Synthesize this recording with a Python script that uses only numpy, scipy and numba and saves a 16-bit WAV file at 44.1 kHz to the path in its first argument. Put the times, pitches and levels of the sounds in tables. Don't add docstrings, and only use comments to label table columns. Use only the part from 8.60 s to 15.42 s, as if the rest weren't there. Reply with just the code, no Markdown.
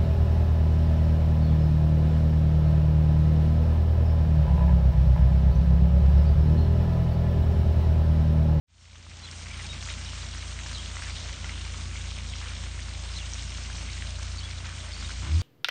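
import sys
import numpy as np
from scipy import signal
from scipy.fft import rfft, irfft
from scipy.io import wavfile
from scipy.ndimage import uniform_filter1d
from numba import njit

SR = 44100
rng = np.random.default_rng(int(sys.argv[2]) if len(sys.argv) > 2 else 0)


def digitize_waveform(pressure):
    field = np.atleast_2d(pressure).T
    bounded = np.clip(field, -1, 1)
    quanta = np.round(bounded * 32767).astype(np.int16)
    wavfile.write(sys.argv[1], SR, quanta)


def how_loud(loudness_db):
    steps = np.asarray(loudness_db, float) / 20
    return 10 ** steps


N = 300699
FADE_START_S = .064


def level(x, db):
    return x * how_loud(db) / np.sqrt(np.mean(x ** 2))


def columns(table):
    s, *rest = np.transpose(table)
    return [np.interp(np.arange(N) / SR, s, c) for c in rest]


def walk(rate_hz):
    hold = int(SR / rate_hz)
    steps = np.repeat(rng.standard_normal(N // hold + 1), hold)
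    return 1.3 * uniform_filter1d(uniform_filter1d(steps, hold), hold)[:N]


def colour(x, spectrum):
    hz, db = np.transpose(spectrum)
    f = np.maximum(np.arange(N // 2 + 1) * SR / N, 1)
    return irfft(rfft(x) * how_loud(np.interp(np.log(f), np.log(hz), db)), N)


def bandpass(x, lo_hz, hi_hz):
    return signal.sosfilt(signal.butter(2, [lo_hz, hi_hz], "band", fs=SR, output="sos"), x)


@njit
def grains(start, hz, t60, size, glide, rise):
    out = np.zeros(N)
    for k in range(len(start)):
        n, phase = int(t60[k] * SR) + 2, 0.
        for i in range(min(n, N - start[k])):
            phase += 2 * np.pi * hz[k] * (1 + (glide[k] - 1) * i / n) / SR
            decay = np.exp(-np.log(1000) * i / n)
            attack = min(i / (rise * n + 1), 1.)
            out[start[k] + i] += size[k] * np.sin(phase) * decay * attack
    return out


def shower(count, lo_hz, hi_hz, cycles, scatter_db, glide, density):
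    u = rng.random((count, 3)).T
    share = np.cumsum(density)
    start = np.searchsorted(share / share[-1], u[0])
    hz = lo_hz * (hi_hz / lo_hz) ** u[1]
    size = how_loud(-scatter_db * np.log(u[2] + 1e-4)) * np.sqrt(hz)
    return level(grains(start, hz, cycles / hz, size, np.full(count, glide), 0.047), 0)


def bursts(s, hz, db, t60, spread_oct, smear_s, count=5):
    u = rng.standard_normal((len(s), count, 3))
    start = ((s[:, None] + smear_s * u[..., 0] ** 2) * SR).astype(np.int64).ravel()
    pitch = np.clip(hz[:, None] * 2 ** (spread_oct * u[..., 1]), 400, 9500).ravel()
    size = how_loud(db[:, None] + 1.3 * u[..., 2]).ravel()
    return grains(start, pitch, np.full(len(start), t60), size, np.ones(len(start)), 0.042)


def tones(table, rough, wobble_hz, gain_db):
    out, wobble = np.zeros(N), wobble_hz * walk(250)
    for s, length_s, hz0, hz1, db in table:
        i = int(s * SR)
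        n = min(int(length_s * SR), N - i)
        hz = np.linspace(hz0, hz1, n) + wobble[i:i + n]
        tone = np.sin(2 * np.pi * np.cumsum(hz) / SR)
        out[i:i + n] += how_loud(db + gain_db) * np.hanning(n) ** .35 * tone
    return out * (1 - rough + rough * walk(350))


def swell():
    fade_s = 0.94
    return np.clip((np.arange(N) / SR - FADE_START_S) / fade_s, 0, 1)


def spray(flow_db):
    # f/Hz, level/dB per Hz
    spectrum = [(200, -37.5), (350, -11), (440, -9.5), (590, -4), (750, -9), (1350, -7), (2250, -5.5),
                (3250, -4.5), (4850, -6.5), (6400, -6), (8600, -9), (9100, -11), (9500, -39.5),
                (10500, -70.5)]
    surge, hiss = walk(30), 0
    for hz in 300 * 2 ** np.arange(0, 5.1, .5):
        flicker_db = 0.54 * surge + 1.16 * walk(16) + 0.5 * walk(5)
        hiss = hiss + how_loud(flicker_db) * bandpass(rng.standard_normal(N), hz / 2 ** 0.25, hz * 2 ** 0.3)
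    u = rng.random((2200, 3)).T
    splatter = bursts(u[0] * N / SR, 1500 * 4.95 ** u[1], 11.4 * u[2] ** 2,
                      t60=0.0061, spread_oct=0.46, smear_s=.0008)
    density = how_loud(3.0 * surge)
    fizz = shower(count=9000, lo_hz=847, hi_hz=9500, cycles=11.5, scatter_db=2.0, glide=1.0, density=density)
    bubbles = shower(count=1500, lo_hz=682.6, hi_hz=7000, cycles=48.0, scatter_db=1.0, glide=1.114,
                     density=density)
    mix = level(hiss, 0) + level(splatter, -4) + how_loud(-8.5) * fizz + how_loud(-13.0) * bubbles
    return level(colour(mix, spectrum), -1.55) * how_loud(flow_db)


def churn(flow_db):
    # f/Hz, level/dB per Hz
    spectrum = [(30, -10.5), (48, -3.5), (70, 0), (97, -1.5), (150, -2), (230, -8), (320, -13),
                (450, -21.5), (700, -62)]
    # t/s, peak/dB
    slap_table = [
        (1.05, -64),
        (1.4, -59),
        (2.62, -45.5),
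        (3.24, -53),
        (4.02, -49),
        (5.74, -54),
        (6.28, -62),
    ]
    churn_db, swell_db_per_db, floor_db = -52, 1.6, -68.5
    rise_s, fall_s = .12, .15
    body_db = churn_db + swell_db_per_db * (flow_db - np.median(flow_db)) + 1.4 * walk(8.9)
    body = level(colour(rng.standard_normal(N), spectrum), 3.5) * how_loud(body_db)
    slop = colour(rng.standard_normal(N), [(18, -13), (28, 0.0), (40, 4.5), (55, -10), (80, -38.0)])
    t, slaps = np.arange(N) / SR, how_loud(floor_db)
    for s, db in slap_table:
        slaps = slaps + how_loud(db) * np.exp(-np.abs(t - s) / np.where(t < s, rise_s, fall_s))
    return body + level(slop, -10) * slaps


def diesel():
    # t/s, firing rate/Hz, load/dB, chamber boom on multiple 2/dB
    engine = [(.07, 28.48, -40, -4), (.69, 28.14, -40.5, -6.5), (1.33, 28.23, -40.5, 0),
              (2.36, 28.4, -40.5, 2), (3.26, 28.34, -37.5, -0.1), (5.25, 28.36, -41.5, 5),
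              (5.7, 28.78, -37, 0.2), (6.0, 29.03, -38.5, -3.5), (6.2, 28.97, -39, -3),
              (6.42, 26.75, -41, 3), (6.47, 27.3, -36.5, -2), (6.6, 29.56, -36.5, 3), (6.65, 30.8, -36, 1),
              (6.69, 35.8, -37.5, 5), (6.71, 38.3, -23.5, -1), (6.755, 39.6, -20.5, 2),
              (6.79, 43, -21.5, -1), (6.81, 46.8, -28, .1)]
    # f/Hz, gain/dB
    silencer = [(95, -0.5), (105, -9), (114, -23), (124, -24), (144, -11)]
    # t/s, half length/s, multiple 2/dB, multiple 3/dB
    stumbles = [
        (2.408, .03, -9, -2),
        (2.603, 0.036, -11, 0),
        (2.71, 0.022, 3, -6),
        (2.766, .05, -7, -9),
        (6.373, .04, -1, -3),
        (6.537, .055, -1, -13),
    ]
    # multiple/1, level re multiple 3/dB
    overtones = [(1, -27), (1.5, -33), (2.5, -27), (4, -21), (5, -27), (6, -27), (7, -26), (8, -24),
                 (10, -33)]
    # f/Hz, half width/Hz, gain/dB
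    bark_pipe = [(151, 22, 0.5), (247, 18, -4), (319, 12, 2)]
    bark_s, bark_rise_s, bark_db = 6.57, .085, -42

    t = np.arange(N) / SR
    hz, load_db, boom_db = columns(engine)
    second_db = load_db + boom_db
    third_db = load_db + np.interp(3 * hz, *np.transpose(silencer))
    for s, half_s, db2, db3 in stumbles:
        dent = np.clip(1 - np.abs(t - s) / half_s, 0, 1)
        second_db, third_db = second_db + db2 * dent, third_db + db3 * dent
    turn = 2 * np.pi * np.cumsum(hz * (1 + 0.00084 * walk(9.9))) / SR + 1.202
    out = how_loud(second_db + 0.47 * walk(15)) * np.sin(2 * turn)
    out += how_loud(third_db + 0.38 * walk(15)) * np.sin(3 * turn + 0.81)
    for k, db in overtones:
        out += how_loud(third_db + db + 2.0 * walk(9)) * np.sin(k * turn + k * k)

    cycle = turn / (2 * np.pi) % 1
    firing = np.exp(-cycle / .12) * (1 + 0.66 * rng.standard_normal(N))
    pipe = sum(how_loud(db) * bandpass(firing, f - w, f + w) for f, w, db in bark_pipe)
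    bark = level(pipe, bark_db) * np.clip((t - bark_s) / bark_rise_s, 0, 1) ** 2
    return np.sqrt(2) * out + bark


def hum():
    hum_hz, hum_db = 120.1, -56
    phase = 2 * np.pi * np.cumsum(hum_hz * (1 + 0.00598 * walk(3))) / SR
    return np.sqrt(2) * how_loud(hum_db + 1.8 * walk(3.7)) * np.sin(phase)


def sparrows():
    # t/s, length/s, f/Hz, peak/dB
    note_table = [(.19, .06, 5500, -62), (.629, .033, 4050, -42), (.666, .024, 3350, -50),
                  (1.085, .05, 3820, -41), (1.49, .025, 3000, -43), (2.15, .028, 4050, -44),
                  (2.169, .045, 3270, -40), (2.512, .032, 4780, -40), (3.727, .025, 3210, -41),
                  (4.545, .019, 4570, -44), (4.556, .026, 4070, -39), (4.578, .025, 3640, -43),
                  (4.605, .035, 2800, -41), (5.771, .031, 4490, -41), (5.778, .037, 3900, -44),
                  (5.81, .021, 3060, -43), (5.826, .042, 3420, -39), (6.316, .024, 5220, -45),
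                  (6.329, .036, 4610, -43), (6.381, .021, 4600, -43), (6.432, .026, 3760, -38),
                  (6.455, .02, 4600, -43), (6.722, .04, 4900, -41), (6.718, .031, 5280, -46),
                  (6.75, .025, 4070, -43), (6.79, .03, 4670, -42)]
    # t/s, length/s, start f/Hz, peak/dB
    chirp_table = [
        (.65, 0.043, 3850, -43),
        (1.445, .065, 4400, -41),
        (2.125, .06, 4970, -40),
        (2.54, .06, 4700, -44),
        (3.695, .04, 3950, -42),
        (4.548, .07, 4630, -41),
        (5.775, .04, 4640, -43),
        (6.31, .05, 5400, -42),
        (6.39, .05, 4700, -42),
        (6.725, .055, 5250, -46),
    ]

    def slide(table, hz_per_s):
        return [(s, n, hz, hz + hz_per_s * n, db) for s, n, hz, db in table]

    notes = tones(slide(note_table, -1000), rough=.3, wobble_hz=70, gain_db=1)
    slurs = tones(slide(chirp_table, -25000), rough=.42, wobble_hz=260, gain_db=0)
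    return notes + slurs


def ticks(table, t60, spread_oct, crack_db, ring_db):
    s, db, hz = np.transpose(table)
    splash = bursts(s, hz, db + crack_db, t60, spread_oct, smear_s=.0004)
    start = (s * SR).astype(np.int64)
    return splash + grains(start, hz, 18 / hz, how_loud(db + ring_db), np.full(len(s), 1.03), .05)


def splash_ticks():
    # t/s, peak/dB, ring f/Hz
    low_ticks = [(.867, -29, 2130), (.998, -23, 2050), (1.0525, -28, 2260), (1.1321, -23, 2470),
                 (1.2262, -24, 2140), (1.287, -22, 1890), (1.3014, -18, 2920), (1.6436, -30, 2020),
                 (1.78, -27, 1750), (2.034, -27.5, 3130), (2.0618, -25.5, 1610), (2.3681, -18, 1930),
                 (2.4218, -24, 1620), (2.499, -26, 2490), (2.564, -24, 2920), (2.6945, -25, 2000),
                 (2.8435, -23, 1970), (2.8929, -23, 2055), (2.9623, -29, 3100), (3.3569, -24, 2130),
                 (3.5115, -23, 3100), (3.5863, -23, 3220), (3.736, -20, 3320), (3.8133, -25, 1770),
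                 (4.0839, -27.5, 2300), (4.5846, -27.5, 2160), (5.379, -25, 2200), (5.4228, -22, 2180),
                 (6.0492, -31.5, 1460), (6.505, -27, 1550)]
    # t/s, peak/dB, ring f/Hz
    high_ticks = [(.7125, -24, 5560), (1.2337, -27, 5550), (1.2592, -28, 5930), (1.4477, -28, 5100),
                  (1.4726, -33, 3660), (1.7455, -28.5, 7000), (1.812, -30, 3940), (2.0633, -27, 5900),
                  (2.2594, -25, 4080), (2.3576, -28, 5750), (2.4218, -29, 7960), (2.4335, -24.5, 5460),
                  (2.8434, -30, 5495), (2.8954, -28, 4220), (3.4163, -31, 4330), (3.512, -29, 5200),
                  (4.3934, -29.5, 6460), (4.7198, -34, 5860), (4.735, -22.5, 5800), (4.9478, -29, 3650),
                  (4.4794, -30, 3300), (4.7953, -29, 3070), (5.1, -29.5, 1600), (5.0625, -32.5, 4030),
                  (5.1687, -31, 5530), (5.6302, -27, 5270)]
    low = ticks(low_ticks, t60=.007, spread_oct=.42, crack_db=-12, ring_db=-6)
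    return low + ticks(high_ticks, t60=0.0056, spread_oct=.32, crack_db=-7.5, ring_db=-4)


def plinks():
    # t/s, f/Hz, peak/dB
    plink_table = [(.829, 6440, -50), (.899, 2250, -45), (.995, 1850, -43), (1.04, 820, -48),
                   (1.051, 1450, -47), (1.205, 620, -51), (1.218, 6630, -48), (1.232, 5720, -47),
                   (1.772, 5950, -45), (2.035, 800, -46), (2.417, 1590, -42), (2.459, 1650, -42),
                   (2.841, 1450, -44), (3.352, 2260, -41), (3.511, 5290, -49), (3.855, 2940, -44),
                   (4.476, 3950, -44), (4.87, 5200, -47), (5.165, 5800, -45), (5.19, 5500, -47),
                   (5.281, 2170, -43), (5.418, 1550, -46), (5.494, 5080, -49)]
    length_s, rise = .025, 1.015
    glides = [(s, length_s, hz, hz * rise, db) for s, hz, db in plink_table]
    return tones(glides, rough=.3, wobble_hz=80, gain_db=1)


def gushes():
    # t/s, length/s, centre f/Hz, level/dB
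    gush_table = [(.85, .2, 2100, -44), (1.218, 0.15, 6740, -42.5), (1.294, 0.043, 3110, -42),
                  (2.418, .11, 2000, -41), (2.547, .1, 4340, -41), (2.842, .07, 2220, -50),
                  (3.81, .11, 1840, -42.5), (5.151, 0.093, 5070, -42.5), (5.277, 0.14, 2620, -46.5),
                  (6.043, .08, 1980, -44), (6.62, 0.095, 1190, -46)]
    s, length_s, hz, db = (np.repeat(c, 40) for c in np.transpose(gush_table))
    start_s = s + length_s * rng.random(len(s)) ** 1.3
    return bursts(start_s, hz, db, t60=0.01, spread_oct=.35, smear_s=.001, count=3)


def knocks():
    # t/s, peak/dB, f/Hz, t60/s
    knock_table = [
        (1.88, -55, 48, 0.17),
        (2.05, -50, 40, .25),
        (2.39, -42, 50, .2),
        (2.58, -52, 52.06, .2),
        (2.68, -37, 63.3, .25),
        (3.18, -46, 46, 0.18),
        (3.97, -41, 48, .2),
        (5.72, -42, 46.3, 0.21),
    ]
    s, db, hz, t60 = np.transpose(knock_table)
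    return grains((s * SR).astype(np.int64), hz, t60, how_loud(db), np.ones(len(s)), 0.069)


def stone_tail(x):
    t = np.arange(SR // 5) / SR
    tail = rng.standard_normal(len(t)) * np.exp(-np.log(1000) * t / .13)
    return how_loud(-9) * signal.fftconvolve(x, tail / np.sqrt(np.sum(tail ** 2)))[:N]


def scene():
    # t/s, level/dB
    flow = [(.07, -41.5), (1.4, -41), (1.6, -41), (2.62, -40), (3.0, -41), (3.3, -41), (4.0, -41.5),
            (5.35, -40), (5.6, -42), (6.28, -41), (6.4, -40)]
    flow_db, = columns(flow)
    steady = spray(flow_db) + churn(flow_db) + diesel() + hum()
    events = sparrows() + splash_ticks() + plinks() + gushes()
    events += stone_tail(events)
    return (swell() * steady + events + knocks())[None]


def dropouts(x):
    # f/Hz, share/1
    silent_share = [(3500, 0), (4950, .03), (5500, .006), (7650, .11), (8400, .04), (8950, .3), (9250, .85),
                    (9480, 1)]
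    f, _, z = signal.stft(x, SR, "cosine", nperseg=2048, noverlap=1024)
    bands = np.arange(len(f)) // 6
    frames = z.shape[-1]
    luck = rng.random((bands[-1] + 1, frames // 2 + 1))[bands]
    luck = luck.repeat(2, axis=1)[:, :frames]
    keep = luck > np.interp(f, *np.transpose(silent_share))[:, None]
    return signal.istft(z * keep, SR, "cosine", nperseg=2048, noverlap=1024)[1][..., :N]


def band_limit(x):
    return signal.sosfilt(signal.butter(12, 9640, fs=SR, output="sos"), x)


def record(dry):
    # f/Hz, width/Hz, depth/dB
    dips = [(1810, 200, -2), (2610, 88, -2.5), (4720, 100, -2), (7740, 390, -2.5)]
    f = np.arange(N // 2 + 1) * SR / N
    dips_db = sum(db * np.exp(-((f - hz) / width_hz) ** 2) for hz, width_hz, db in dips)
    notched = irfft(rfft(dry) * how_loud(dips_db), N)
    ramp = np.clip((np.arange(N) / SR - FADE_START_S) / 0.019, 0, 1) ** 2
    top_cut = signal.ellip(10, .2, 80, 9500, fs=SR, output="sos")
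    mix = signal.sosfilt(top_cut, dropouts(notched) * ramp)
    return band_limit(mix)


dry = scene()
out = record(dry)
digitize_waveform(out)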